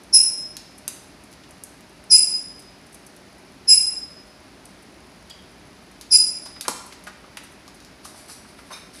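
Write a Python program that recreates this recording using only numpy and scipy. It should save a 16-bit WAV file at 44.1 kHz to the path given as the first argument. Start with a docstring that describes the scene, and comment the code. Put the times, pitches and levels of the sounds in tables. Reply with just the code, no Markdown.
"""A caged parrot nibbles a leaf while another bird, further off in a hard-walled room, gives four piercing squeaks:
two voices whistle and modulate each other. A toy creaks in narrow bands of noise; the nibbling is bursts of noise.
The parrot turns to a hanging card box, snaps at it, slams it once and knocks it about: duller, longer bursts.
Near the end the swinging box rustles in dense tiny creases and its chain jingles faintly in decaying sines.
Room air and a distant fan, both shaped noise, make a steady floor throughout."""
import sys
import numpy as np
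from scipy import signal
from scipy.fft import rfft, irfft
from scipy.io import wavfile
from scipy.ndimage import uniform_filter1d, minimum_filter1d

SR = 44100
rng = np.random.default_rng(int(sys.argv[2]) if len(sys.argv) > 2 else 0)


def persist_wave(psi):
    """Save psi, clipped to +-1, as 16-bit WAV."""
    counts = np.round(np.clip(psi, -1, 1) * 32767).astype(np.int16)
    wavfile.write(sys.argv[1], SR, np.atleast_2d(counts).T)


N = 396900


def from_db(db):
    """Decibels to gain."""
    return 10 ** (np.asarray(db) / 20)


def rms_one(x):
    """Scale to rms 1."""
    return x / np.sqrt(np.mean(x ** 2) + 1e-20)


def peak_one(x):
    """Scale so that the loudest millisecond has rms 1."""
    return x / np.sqrt(uniform_filter1d(x ** 2, size=44).max())


def at_hz(points, hz):
    """Read a (frequency, value) table on a log frequency axis."""
    table_hz, values = np.array(points).T
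    return np.interp(np.log(hz), np.log(table_hz), values)


def colour(x, spectrum):
    """Shape the spectrum of a sound by a (f/Hz, level/dB) curve, then scale to rms 1."""
    size = len(x)
    hz = np.maximum(np.arange(size // 2 + 1) * SR / size, 10)
    return rms_one(irfft(rfft(x) * from_db(at_hz(spectrum, hz)), size))


def butterworth(x, order, hz, kind="low"):
    """Smooth low, high or band pass."""
    return signal.sosfilt(signal.butter(order, hz, kind, fs=SR, output="sos"), x)


def resonance(x, hz, width_hz):
    """Two-pole band-pass, gain about 1 on top."""
    r = np.exp(-np.pi * width_hz / SR)
    zeros = [(1 - r * r) / 2, 0, (r * r - 1) / 2]
    poles = [1, -2 * r * np.cos(2 * np.pi * hz / SR), r * r]
    return signal.lfilter(zeros, poles, x)


def steep_resonance(x, hz, width_hz):
    """The same resonance twice in a row, for steep skirts."""
    return resonance(resonance(x, hz, width_hz), hz, width_hz)


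def add(out, s, sound):
    """Mix a sound in at time s."""
    i = round(s * SR)
    out[i:i + len(sound)] += sound[:N - i]


def air():
    """Broad room noise with the soft hum bands of a fan: noise through narrow resonances."""
    # colour of the room air: (f/Hz, relative level/dB)
    air_colour = [(25, -20), (54, 1), (106, -5), (182, -2), (272, -0.5), (491, -9.5), (609, -6.5),
                  (1160, -11.5), (2270, -13), (3300, -18.5), (4940, -16), (8220, -30), (10200, -22.5),
                  (12000, -34), (13500, -37), (15200, -41)]
    # hum bands of the fan: (f/Hz, width/Hz, level/dB)
    fan_bands = [(189.6, 6.1, -62.5), (241.3, 12, -79), (284, 14, -63.5), (378.7, 31, -62), (611, 1.6, -65)]
    hum = sum(from_db(db) * rms_one(resonance(rng.standard_normal(N), hz, width)) for hz, width, db in fan_bands)
    return from_db(-48) * colour(rng.standard_normal(N), air_colour) + hum


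def room(x):
    """Dense wall echoes that build up over some ms and die band by band, about equally strong at every
    frequency."""
    # time the echoes take to fall by 60 dB: (f/Hz, t60/s)
    echo_t60 = [(300, 0.32), (1000, 0.82), (3000, 0.78), (5000, 0.68), (10000, 0.5), (15000, 0.465)]
    build_up_s = 0.0017
    t, echoes = np.arange(SR) / SR, 0
    edges = 100 * 2 ** np.arange(0, 7.6, .5)   # half-octave bands from 100 Hz
    for low, high in zip(edges, edges[1:]):
        t60 = at_hz(echo_t60, np.sqrt(low * high))
        fade = from_db(-60 * t / t60) * (1 - np.exp(-t / build_up_s))
        band = butterworth(rng.standard_normal(SR), 2, [low, high], "band")
        echoes = echoes + band * fade / np.sqrt(np.sum(fade ** 2))
    return signal.fftconvolve(x, echoes)[:N]


def rough_notes(rows):
    """Short swells of noise through narrow resonances; rows of (t/s, length/s, f/Hz, width/Hz, level/dB)."""
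    out = np.zeros(N)
    for s, length, hz, width, db in rows:
        band = steep_resonance(rng.standard_normal(8192), hz, width)[4096:]   # skips the filter's build-up
        progress = np.minimum(np.arange(4096) / SR / length, 1)
        swell = np.sin(np.pi * progress ** 1.083) ** 2
        add(out, s, from_db(db) * peak_one(band * swell))
    return out


def creaks():
    """A toy creaks further off: rough narrow bands of noise sound together."""
    # bands of the creaks: (t/s, length/s, f/Hz, width/Hz, level/dB)
    creak_bands = [(5.296, 0.025, 3240, 351, -38.5), (5.296, 0.024, 4740, 403, -42),
                   (8.715, 0.033, 3700, 150, -41.5), (8.72, 0.048, 3990, 149, -43.5),
                   (8.715, .05, 5280, 200, -44), (8.715, 0.032, 6190, 250, -43.5),
                   (8.72, 0.047, 2350, 298, -44)]
    return rough_notes(creak_bands)


def squeaks():
    """Both sides of the syrinx whistle and modulate each other; overtones grow with effort; air rasps along."""
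    # squeaks: (t/s, length/s, upper voice f/Hz, lower voice f/Hz, level/dB, trend/dB per s,
    #           overtone step/dB, lower voice step/dB, grace note level/dB)
    calls = [(.125, 0.049, 5131, 2374, -11, -81.5, 4.5, -2.1, -13),
             (2.098, 0.064, 5003, 2310, -15.5, 50, 0, -1, -17),
             (3.672, .063, 5082, 2338, -13, 5, 0, -0.4, -28.5),
             (6.104, 0.058, 4987, 2337, -17, 67, -0.5, -2, -18)]
    # mixed tones of the two voices: (multiple of upper f, multiple of lower f)
    mixes = [(1, 0), (2, 0), (3, 0), (0, 1), (1, -1), (1, 1), (2, -1), (2, -2), (2, 1), (3, -1)]
    # basic strength of each mixed tone, before effort and voice balance: level/dB
    mix_levels = [3.5, -0.5, -58.5, -30.5, -26.5, -12.5, -19.5, -30.5, -30, -35.5]
    # air rushing past the syrinx: (f/Hz, relative level/dB)
    rasp_colour = [(2100, -31), (2600, -12.5), (3500, -18.5), (4600, -8), (5500, 10), (6000, -12),
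                   (6470, 0), (7000, -12), (8300, -7.5), (9400, 2.5), (10600, -4), (12000, -12.5),
                   (14000, -24)]
    # rms pitch wobble of the upper and the lower voice: (share of f)
    wobble_share = [
        [0.0066],
        [0.033],
    ]
    wobble_top_hz, rasp_db, growth = 240, -11, 0.6   # growth: dB per overtone step and dB of effort
    swell_from_db, swell_s, release_db_per_s = -46.5, .007, 2499.5   # fast swell, hold, abrupt end
    hook_hz, hook_s, lower_joins_s = 228, 0.0065, 0.016   # the upper voice starts sharp, the lower joins late
    grace_lead_s, grace_s, grace_hz, grace_width_hz = .004, .05, 5475, 390

    out, t = np.zeros(N), np.arange(8192) / SR
    for s, length, upper_hz, lower_hz, level_db, trend_db, octave_db, lower_db, _ in calls:
        swell_db = swell_from_db * np.exp(-t / swell_s)
        effort_db = swell_db + trend_db * t - release_db_per_s * np.maximum(t - length, 0)

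        drift = butterworth(rng.standard_normal((2, 8192)), 2, wobble_top_hz)
        wobble = 1 + np.array(wobble_share) * rms_one(drift)
        pitch_hz = np.array([upper_hz + hook_hz * np.exp(-t / hook_s), lower_hz + 0 * t])
        upper, lower = 2 * np.pi * np.cumsum(pitch_hz * wobble, axis=1) / SR   # phases

        step_db = octave_db + growth * effort_db
        joined_db = lower_db - 25 * np.exp(-(t / lower_joins_s) ** 3)
        tones = 0
        for (m, n), mix_db in zip(mixes, mix_levels):
            tone_db = mix_db + max(m - 1, 0) * step_db + abs(n) * joined_db
            tones = tones + from_db(tone_db) * np.sin(m * upper + n * lower)

        rasp = from_db(rasp_db) * colour(rng.standard_normal(8192), rasp_colour)
        add(out, s, (np.sqrt(2) * tones + rasp) * from_db(level_db + effort_db))

    # each squeak opens with a rough, higher grace note
    graces = [(s - grace_lead_s, grace_s, grace_hz, grace_width_hz, db) for s, *_, db in calls]
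    return out + rough_notes(graces)


def chain():
    """A few link touches per rattle, each striking every metal mode with its own strength."""
    # rattles: (t/s, level/dB, brightness/dB per octave around 6000 Hz)
    rattles = [(8.06, -62, 6), (8.161, -59, 6), (8.285, -51.5, 4.5)]
    # ringing modes of the links: (f/Hz, relative level/dB, t60/s)
    link_modes = [(4220, -3, .15), (5803, -3, .25), (6400, -7, .2), (7122, -8, .15), (7838, -1, .25),
                  (8107, -4, .2), (8870, 0, .12), (9600, -2, .12), (10100, -2, .15), (10330, -4, .15),
                  (11550, -9, .15), (12200, -10, .1)]
    out, t = np.zeros(N), np.arange(SR // 2) / SR
    for s, db, bright_db in rattles:
        for touch_s in np.linspace(0, .04, num=4):
            ring = 0
            for hz, mode_db, t60 in link_modes:
                strike_db = mode_db + bright_db * np.log2(hz / 6000) + rng.normal(0, 3)
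                ring = ring + from_db(strike_db - 60 * t / t60) * np.sin(2 * np.pi * hz * t)
            add(out, s + touch_s, from_db(db) * ring)
    return out


def rustle():
    """Card and feathers crease as the box swings: dense uneven ticks of one colour, rising fast and fading."""
    # swings of the box: (t of the peak/s, level/dB, fade/dB per s)
    swing_rows = [(8.052, -47, 120), (8.178, -49.5, 160), (8.302, -42.5, 190), (8.49, -52, 400),
                  (8.59, -50, 371), (8.668, -55, 302), (8.724, -41.5, 200), (8.946, -46, 74)]
    # colour of one crease: (f/Hz, relative level/dB)
    crease_colour = [(880, -32.5), (1500, -9.5), (3340, -11), (3860, -9), (4410, -2.5), (6010, -6.5),
                     (6810, -17.5), (9820, -3), (15000, -28)]
    creases_per_s, rise_db_per_s = 2600, 699.5
    t, swings = np.arange(N) / SR, 0
    for s, db, fade_db in swing_rows:
        drop_db = np.where(t < s, rise_db_per_s * (s - t), fade_db * (t - s))
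        swings = swings + from_db(db - drop_db)
    hits = rng.random(N) < creases_per_s / SR
    sizes = from_db(3.5 * np.minimum(rng.exponential(1, N), 3))
    creases = hits * sizes * rng.choice([-1, 1], N)
    return swings * colour(creases, crease_colour)


def burst(t60, rise_ms, size=4096):
    """A crush of fibres: noise that swells and dies; sudden ones open with one clean crack."""
    t = np.arange(size) / SR
    swell = 1 - np.exp(-(1000 * t / max(rise_ms, .02)) ** 2)
    crush = rng.standard_normal(size) * from_db(-60 * t / max(t60, .001)) * swell
    # the crack outweighs the crush by up to 1 dB and weakens the slower the rise
    crush[0] = from_db(1) * np.exp(-rise_ms) * np.sqrt(np.sum(crush ** 2))
    return crush


def knocks():
    """Card box, perch and toys take dull blows: crushed noise in broad bands around their centres."""
    # knock bands; the knock at 7.37 s has two, a middle and a low one:
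    # (t/s, peak level/dB, centre f/Hz, t60/s, rise/ms)
    knock_bands = [(.880, -33.5, 1194, 0.033, 0.2), (1.434, -47, 3050, .04, 2.7),
                   (6.455, -37.5, 880, .077, 6.1), (6.562, -40.5, 1370, .038, 1.68),
                   (6.609, -37, 1910, 0.021, .2), (6.648, -36, 1170, 0.11, 3),
                   (6.922, -40, 1750, 0.022, 3.2), (7.065, -33, 1074, 0.064, 5.8),
                   (7.240, -41.5, 860, .024, 2.6), (7.372, -26.5, 1880, 0.035, 0.48),
                   (7.373, -34.5, 870, 0.1, 0.39), (7.435, -43, 796, 0.028, 3.),
                   (7.678, -41, 810, .023, 2.1), (8.050, -35.5, 830, 0.025, 4.3),
                   (8.140, -42, 677, 0.042, 8.), (8.285, -42.5, 880, 0.063, 8.5),
                   (8.444, -46, 880, .04, 5.), (8.585, -41.5, 1140, .054, 5.7),
                   (8.700, -33.5, 810, 0.17, 6), (8.763, -41, 1040, .086, 7.1)]
    # the one slam of the box, several bands together: (centre f/Hz, peak level/dB, t60/s, rise/ms)
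    slam_bands = [(300, -27.5, .094, 0.91), (720, -15, 0.034, 0.6), (1710, -26.5, 0.057, .2),
                  (2450, -27, 0.12, 0.12), (5270, -12, 0.02, 0.077)]
    slam_s, width_share = 6.6815, 1.28   # width of each filter pass as a share of the centre
    out = np.zeros(N)
    rows = [(s, hz, db, t60, rise_ms) for s, db, hz, t60, rise_ms in knock_bands]
    rows += [(slam_s, *band) for band in slam_bands]
    for s, hz, db, t60, rise_ms in rows:
        band = steep_resonance(burst(t60, rise_ms), hz, width_share * hz)
        add(out, s, from_db(db) * peak_one(band))
    return out


def snap(t60, rise_ms):
    """The bright top of one beak snap: one crush rings through a few broad resonances."""
    # resonances of the top: (f/Hz, width/Hz, relative level/dB)
    top_bands = [(6250, 840, 0.5), (9880, 3600, 4.5), (13000, 4000, -15.5)]
    crush = burst(t60, rise_ms)
    return peak_one(sum(from_db(db) * steep_resonance(crush, hz, width) for hz, width, db in top_bands))


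def beak():
    """Sudden snaps and softly swelling rubs, each a bright top and a duller body, over a random faint crackle."""
    # sudden snaps on leaf and card: (t/s, peak level of the top/dB, body relative to the top/dB)
    snap_rows = [(0.0356, -41, -16), (0.568, -29.5, 5), (0.785, -38, -30), (0.879, -13.5, -9.5),
                 (1.037, -45, -9), (1.238, -40.5, -23), (1.328, -44.5, 3), (1.3365, -54, 11),
                 (1.490, -48.5, -10.5), (1.509, -38.5, -5), (1.637, -25, -36), (1.8078, -46, 2),
                 (1.8956, -49, -8), (2.0398, -43, -16), (3.1647, -40, -6.5), (3.3831, -47.5, -9),
                 (5.915, -45, -9.5), (6.012, -34.5, 4), (6.6102, -20.5, -1), (7.0394, -38, -5),
                 (7.371, -32, 2.5), (7.6792, -48, 12), (7.8033, -55, 15), (7.8487, -51.5, 13.5)]
    # rubs, swelling softly: (t/s, peak level of the top/dB, body relative to the top/dB, rise/ms)
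    rub_rows = [(.775, -44, -25, 6.8), (1.310, -51, -24, 6.), (1.575, -57, -5, 5.7),
                (2.588, -43.5, -16, 12), (2.618, -52, 0.6, 3.3), (2.863, -50, -10.1, 2.5),
                (2.922, -47, -13, 8.), (2.942, -40.5, -11, 3.), (3.063, -42, -18, 2.5),
                (3.992, -48, -12, 4.), (4.653, -40, -10.1, 1.5), (4.82, -51.5, -18, 9.),
                (5.297, -50, 9.5, 2.1), (6.452, -44, 3, 6.9), (6.682, -24, -20.1, 1.2),
                (6.860, -43, -20.1, 2.5), (6.921, -51, 9, 3.7), (7.066, -48, 5, 4.3),
                (7.432, -45, -15, 4.1), (7.519, -52, -14, 2.5), (7.741, -49, -12, 4.1),
                (8.044, -41, 0.5, 7.1)]
    snap_rise_ms, leaf_t60_s, card_t60_s = .09, .04, 0.099   # the card crushes longer than the leaf
    card_from_s = 5.95   # the bird has turned to the card
    crackles_per_s, crackle_db = 37, -60   # level of the faintest crackle
    out = np.zeros(N)
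    for s, db, body_db, rise_ms in [(*row, snap_rise_ms) for row in snap_rows] + rub_rows:
        t60 = leaf_t60_s if s < card_from_s else card_t60_s
        body = peak_one(resonance(burst(t60, rise_ms), 4600, width_hz=2900))
        add(out, s, from_db(db) * (snap(t60, rise_ms) + from_db(body_db) * body))
    hits = rng.random(N) < crackles_per_s / SR
    grains = hits * from_db(crackle_db + 3.0 * np.minimum(rng.exponential(1, N), 3))
    return out + signal.fftconvolve(grains, snap(0.0045, rise_ms=0.43))[:N]


def scene():
    """Beak and box sound close with some echo, the far bird and toy ring in the room, over the air and fan."""
    near_top_hz = 13000   # treble limit of the near sounds
    bites = butterworth(beak(), 4, near_top_hz)
    box = butterworth(knocks() + rustle() + chain(), 4, near_top_hz)
    far = squeaks() + creaks()
    bites_dull = butterworth(bites, 1, 6015)   # the close beak sends less treble to the walls
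    box_thin = butterworth(box, 1, 593, "high")   # the walls return little bass of the box
    echo = room(from_db(-2) * bites_dull + from_db(-3.5) * box_thin + far)
    return (bites + box + from_db(0.5) * far + echo + air())[None]


def record(dry):
    """Microphone bass cut, a limiter that turns down around peaks over full scale, and a steep top cut."""
    x = butterworth(dry, 4, 39.5, "high")
    needed_gain = 1 / np.maximum(np.abs(x), 1)
    gain = uniform_filter1d(minimum_filter1d(needed_gain, size=257), size=257)
    return signal.sosfilt(signal.ellip(10, .5, 60, 15400, fs=SR, output="sos"), gain * x)


dry = scene()
out = record(dry)
persist_wave(out)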